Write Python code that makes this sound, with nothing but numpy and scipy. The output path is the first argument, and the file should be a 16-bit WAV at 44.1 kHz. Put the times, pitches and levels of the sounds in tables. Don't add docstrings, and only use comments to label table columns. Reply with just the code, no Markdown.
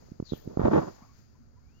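import sys
import numpy as np
from scipy import signal
from scipy.fft import rfft, irfft
from scipy.io import wavfile

SR = 44100
rng = np.random.default_rng(int(sys.argv[2]) if len(sys.argv) > 2 else 0)


def store_pcm(level_fs):
    pcm = np.round(np.clip(level_fs, -1, 1) * 32767).astype(np.int16)
    wavfile.write(sys.argv[1], SR, np.atleast_2d(pcm).T)


N = 79380
TIME = np.arange(N) / SR
FREQS = np.maximum(np.fft.rfftfreq(N, 1 / SR), 1)

# (time [s], level before scaling [dB], scale: push first + / pull first - [ratio],
# half-width [ms], edge level relative to the swing [dB], left lag [ms])
EDDIES = [(0.1195, -27.5, 0.71, 1, -48, 0.74), (0.201, -18.5, 0.89, 0.58, -26, 0.89),
          (0.2264, -24, 0.94, 0.68, -31, 0.97), (0.3222, -15.5, 0.79, 0.62, -36.5, .8),
          (0.3349, -16.5, 0.81, 0.53, -22.5, 0.81), (0.4763, -23, 0.98, 0.78, -24.5, 0.45),
          (0.5729, -12.5, 1, 0.5, -19, 0.95), (0.5956, -7.5, 0.54, 0.48, -18, 0.86),
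          (0.6165, -15, 0.95, 0.564, -12.5, 1), (0.642, -17, -1.1, 2.4, -27.5, 1),
          (0.6833, -10, -0.87, 0.5, -13.5, 0.94), (0.7909, -11, -0.026, 0.41, -15, 0.78)]
EDGE_BAND_HZ, EDGE_PAN_DB = (830, 1460), 1
PORT_LOW_HZ, LEFT_LOW_HZ, LEFT_SWING_DB = 44, 102, -4.5
WAKE_HZ, WAKE_T60_S, WAKE_DB = 108, 0.015, -2.5

# (time [s], gain below the split [dB], gain above the split [dB])
GUST_LEVEL = [(0, -38.5, -36), (.16, -46, -53.5), (.31, -44.5, -47.5), (.34, -29, -34), (0.421, -43.5, -44),
              (0.471, -26, -38), (0.518, -23, -28.5), (0.564, -32.5, -30.5), (.586, -20.5, -25.5),
              (0.602, -15.5, -8.5), (.626, -14, -8.5), (.644, -9.5, -3.5), (0.659, -0.5, -0.5),
              (0.699, -14, -11), (0.747, -3, 2.5), (0.784, -6, 1), (0.805, -13.5, -5), (.855, -22, -17),
              (0.887, -19.5, -13), (0.921, -35, -31.5), (1.04, -58, -31), (1.3, -62, -69)]
# (frequency [Hz], left density [dB per Hz], right density [dB per Hz])
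RUMBLE_SPECTRUM = [(30, -86.5, -74), (84.5, -73, -50), (171, -57.5, -41.5), (313, -45, -49),
                   (550, -52.5, -45), (679, -51, -50.5), (790, -56, -59), (900, -55.5, -60.5),
                   (1065, -61, -65), (1400, -67, -68), (1560, -69, -70.5), (1880, -71.5, -72),
                   (2040, -87.5, -84.5), (3630, -97.5, -88), (5000, -104, -103), (7000, -108, -106),
                   (8300, -135, -128)]
SPLIT_HZ, RUMBLE_LAG_S, RUMBLE_SHARED = 760, 0.00088, 0.93
RAGGED_DB, RAGGED_HZ = 2.5, 90

# (time [s], frequency [Hz], level [dB])
GROWLS = [
    [(.685, 160.6, -44), (.71, 194.6, -26), (.728, 227.6, -19.5), (.745, 305, -19), (.765, 323.5, -18.5),
     (.785, 328, -26.5), (.81, 321.4, -33), (.86, 318, -46)],
    [(.735, 560, -44), (.762, 508.5, -23.5), (.778, 471, -16), (.795, 491, -28), (.808, 456, -50.5)],
    [(.64, 557, -51), (.656, 570, -18), (.675, 540, -45)],
    [(.768, 147.1, -39.5), (.79, 121.7, -22), (.806, 120, -42)],
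]
GROWL_WIDTH_HZ, GROWL_PAN_DB = 14, -4

# (time [s], gain [dB])
HISS_LEVEL = [(0, 5.5), (.07, 7), (.18, 2), (.24, 3.5), (.33, 12), (.45, 7), (.57, 7), (.65, 13.5),
              (.70, 13.5), (.76, 17.5), (.87, 14), (1.0, 9), (1.11, 5), (1.19, 8), (1.27, 1.5),
              (1.52, -3.5), (1.66, -1), (1.8, 1)]
# (frequency [Hz], left density [dB per Hz], right density [dB per Hz])
HISS_SPECTRUM = [(300, -116, -116), (1450, -108, -116), (2350, -112, -120), (3100, -117, -126),
                 (3880, -115, -126), (4770, -104, -125), (5740, -111, -129), (6690, -105, -128),
                 (7245, -115, -130), (8140, -139, -138), (10500, -135, -136), (11750, -124, -128),
                 (15000, -122, -126)]

# (time [s], frequency [Hz], level [dB])
AIR_WHISTLE = [(.24, 4700, -85.5), (.258, 4584, -64), (.285, 4043, -64.5), (.305, 3980, -58.5),
               (.325, 3500, -65), (.345, 3230, -63), (.365, 3005, -70.5), (.39, 2660, -92)]
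# (time [s], frequency [Hz], level [dB])
THIN_WHISTLE = [(.285, 13000, -89), (.32, 14260, -76), (.345, 14440, -72), (.37, 14060, -66.5),
                (.39, 14260, -73.5), (.41, 14270, -78), (.50, 14250, -98)]
# (time [s], gain [dB])
SPRAY_LEVEL = [(.235, -100), (.258, -70), (.29, -65.5), (.36, -84), (.42, -105), (.5, -120)]

# (time [s], level before colouring [dB], left minus right [dB])
TICKS = [(.448, -54, 11), (.521, -54.5, 5), (.5952, -45.5, -13), (.620, -54, -9.5), (1.175, -72, 17)]
# (frequency [Hz], gain [dB])
TICK_COLOUR = [(2000, -26), (4500, -4), (7000, -13), (8500, -26.5), (11500, -1.5), (15500, -1)]
TICK_DECAY_S = 0.00065

# (start [s], length [s], first frequency [Hz], last frequency [Hz], level [dB])
SQUEAKS = [(1.005, 0.0444, 800, 1322, -57), (1.077, 0.049, 1090, 1105, -62), (1.341, 0.037, 992, 994, -69),
           (1.559, 0.037, 970, 1008, -69.5)]
SQUEAK_OVERTONE_DB, SQUEAK_PAN_DB, SQUEAK_ROUGH_DB = -15, 5, 2
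# (time [s], level [dB])
BUMPS = [(1.02, -35), (1.191, -43.5)]
BUMP_HZ, BUMP_T60_S, BUMP_ATTACK_S = 209, 0.029, 0.0031

# (time [s], frequency [Hz], level [dB])
BIRD_SLIDE = [(1.61, 2100, -92), (1.69, 2360, -84.5), (1.715, 2560, -85), (1.745, 2790, -78),
              (1.785, 2860, -76.5), (1.83, 3200, -68)]
# (time [s], frequency [Hz], level [dB])
BIRD_PEEP = [(.375, 1980, -90), (.388, 1794, -61.5), (.404, 1780, -81)]
ECHO_T60_S, ECHO_DB = 0.64, -10

# (time [s], frequency [Hz], level [dB])
LOW_HUM = [(1.37, 235, -79), (1.41, 238, -59.5), (1.45, 233.6, -66), (1.51, 237, -75), (1.56, 234, -81)]
# (frequency [Hz], left density [dB per Hz], right density [dB per Hz])
YARD_SPECTRUM = [(25, -77, -95), (67, -82, -73.5), (129.6, -81.5, -77), (195, -87, -100.5),
                 (229, -86.5, -82.5), (310, -93.5, -97), (600, -101, -107), (1100, -106, -112),
                 (1400, -102, -111), (1830, -112, -118), (3020, -126, -130), (8000, -142, -137)]
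CUTOFF_HZ = 15900


def from_db(db):
    return 10 ** (np.asarray(db) / 20)


def butter(x, hz, kind, order=2):
    return signal.sosfilt(signal.butter(order, hz, kind, fs=SR, output="sos"), x)


def panned(x, pan_db):
    return x * from_db([[pan_db / 2], [-pan_db / 2]])


def drift(corner_hz):
    x = irfft(rfft(rng.standard_normal(N)) / (1 + (FREQS / corner_hz) ** 2), N)
    return x / np.sqrt(np.mean(x ** 2) + 1e-20)


def level(times, db):
    return from_db(np.interp(TIME, times, db))


def decay(age, t60_s):
    return np.exp(-np.log(1000) * age / t60_s)


def coloured(white, spectrum):
    hz, *sides = np.transpose(spectrum)
    gains = from_db([np.interp(np.log(FREQS), np.log(hz), side) for side in sides])
    return irfft(rfft(white) * gains, N) * np.sqrt(SR / 2)


def whistle(points, width_hz, noisy, pan_db):
    times, hz, db = np.transpose(points)
    carrier = np.exp(2j * np.pi * np.cumsum(np.interp(TIME, times, hz)) / SR)
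    flutter = np.array([drift(width_hz) + 1j * drift(width_hz) for side in range(2)])
    tone = np.real(carrier * (np.sqrt(2 * (1 - noisy)) + np.sqrt(noisy) * flutter))
    sounding = (TIME > times[0]) * (TIME < times[-1])
    return panned(tone * level(times, db) * sounding, pan_db)


def eddies():
    out = np.zeros((2, N))
    for time, db, sign, width_ms, edge_db, lag_ms in EDDIES:
        age = TIME - time - np.array([[lag_ms], [0]]) / 1000
        u = age * 1000 / width_ms
        after = np.maximum(age, 0)
        wake = np.sin(2 * np.pi * WAKE_HZ * after) * decay(after, WAKE_T60_S)
        swing = -u * np.exp((1 - u * u) / 2) - from_db(WAKE_DB) * wake
        swing[0] = from_db(LEFT_SWING_DB) * butter(swing[0], LEFT_LOW_HZ, "high", order=1)
        edge = butter(np.exp(-(4 * (u + 3)) ** 2), EDGE_BAND_HZ, "band", order=5)
        edge *= from_db(edge_db) / np.abs(edge).max()
        out += sign * from_db(db) * (swing + panned(edge, EDGE_PAN_DB))
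    return butter(out, PORT_LOW_HZ, "high", order=1)


def gust():
    right, own = rng.standard_normal((2, N))
    shared = RUMBLE_SHARED / np.sqrt(1 + (FREQS / 2200) ** 4)
    lag = np.exp(-2j * np.pi * FREQS * RUMBLE_LAG_S)
    left = irfft(shared * rfft(right) * lag + np.sqrt(1 - shared ** 2) * rfft(own), N)
    rumble = coloured(np.array([left, right]), RUMBLE_SPECTRUM)
    low = irfft(rfft(rumble) / (1 + (FREQS / SPLIT_HZ) ** 6), N)
    high = rumble - low
    times, low_db, high_db = np.transpose(GUST_LEVEL)
    blown = low * level(times, low_db) + high * level(times, high_db)
    return blown * from_db(RAGGED_DB * drift(RAGGED_HZ))


def growl():
    right = np.zeros(N)
    for points in GROWLS:
        times, hz, db = np.transpose(points)
        pitch = np.interp(TIME, times, hz) + GROWL_WIDTH_HZ * drift(60)
        tone = np.sin(2 * np.pi * np.cumsum(pitch) / SR)
        unsteady = from_db(2.5 * drift(66))
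        right += tone * level(times, db) * unsteady * (TIME > times[0]) * (TIME < times[-1])
    left = np.interp(TIME - RUMBLE_LAG_S, TIME, right)
    return panned(np.array([left, right]), GROWL_PAN_DB)


def hiss():
    return coloured(rng.standard_normal((2, N)), HISS_SPECTRUM) * level(*np.transpose(HISS_LEVEL))


def wind_whistles():
    falling = whistle(AIR_WHISTLE, width_hz=340, noisy=1.0, pan_db=20.5)
    falling = butter(falling, 6500, "low", order=6)
    spray = butter(rng.standard_normal(N), (4300, 7000), "band", order=8)
    spray *= level(*np.transpose(SPRAY_LEVEL))
    thin = whistle(THIN_WHISTLE, width_hz=90, noisy=1.0, pan_db=17)
    return falling + panned(spray, 31) + thin


def ticks():
    out = np.zeros((2, N))
    for time, db, pan_db in TICKS:
        fade = (TIME >= time) * np.exp(-np.abs(TIME - time) / TICK_DECAY_S)
        out += panned(from_db(db) * fade * rng.standard_normal((2, N)), pan_db)
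    hz, db = np.transpose(TICK_COLOUR)
    return irfft(rfft(out) * from_db(np.interp(np.log(FREQS), np.log(hz), db)), N)


def squeaks():
    out = np.zeros(N)
    for start, length, first_hz, last_hz, db in SQUEAKS:
        u = np.clip((TIME - start) / length, 0, 1)
        pitch = (first_hz + (last_hz - first_hz) * u) * (1 + 0.0233 * drift(131))
        phase = 2 * np.pi * np.cumsum(pitch) / SR
        voice = np.sin(phase) + from_db(SQUEAK_OVERTONE_DB) * np.sin(2 * phase)
        out += from_db(db + SQUEAK_ROUGH_DB * drift(120)) * np.sin(np.pi * u) * voice
    return panned(out, SQUEAK_PAN_DB)


def bumps():
    out = np.zeros(N)
    for time, db in BUMPS:
        age = np.maximum(TIME - time, 0)
        onset = 1 - np.exp(-age / BUMP_ATTACK_S)
        out += from_db(db) * np.sin(2 * np.pi * BUMP_HZ * age) * decay(age, BUMP_T60_S) * onset
    return panned(out, SQUEAK_PAN_DB)


def birds():
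    slide = whistle(BIRD_SLIDE, width_hz=75, noisy=0.35, pan_db=9)
    return slide + whistle(BIRD_PEEP, width_hz=70, noisy=0.35, pan_db=4.5)


def shed(x):
    tail = rng.standard_normal((2, N)) * decay(TIME, ECHO_T60_S)
    tail /= np.sqrt(np.sum(tail ** 2, axis=1, keepdims=True))
    return x + from_db(ECHO_DB) * signal.fftconvolve(x, tail, axes=1)[:, :N]


def low_hum():
    return whistle(LOW_HUM, width_hz=11, noisy=0.5, pan_db=4)


def yard():
    return coloured(rng.standard_normal((2, N)), YARD_SPECTRUM)


def scene():
    wind = eddies() + gust() + growl() + hiss()
    echoed = shed(wind_whistles() + birds())
    return wind + echoed + ticks() + squeaks() + bumps() + low_hum() + yard()


def record(dry):
    return signal.sosfilt(signal.ellip(10, .1, 70, CUTOFF_HZ, fs=SR, output="sos"), dry)


dry = scene()
out = record(dry)
store_pcm(out)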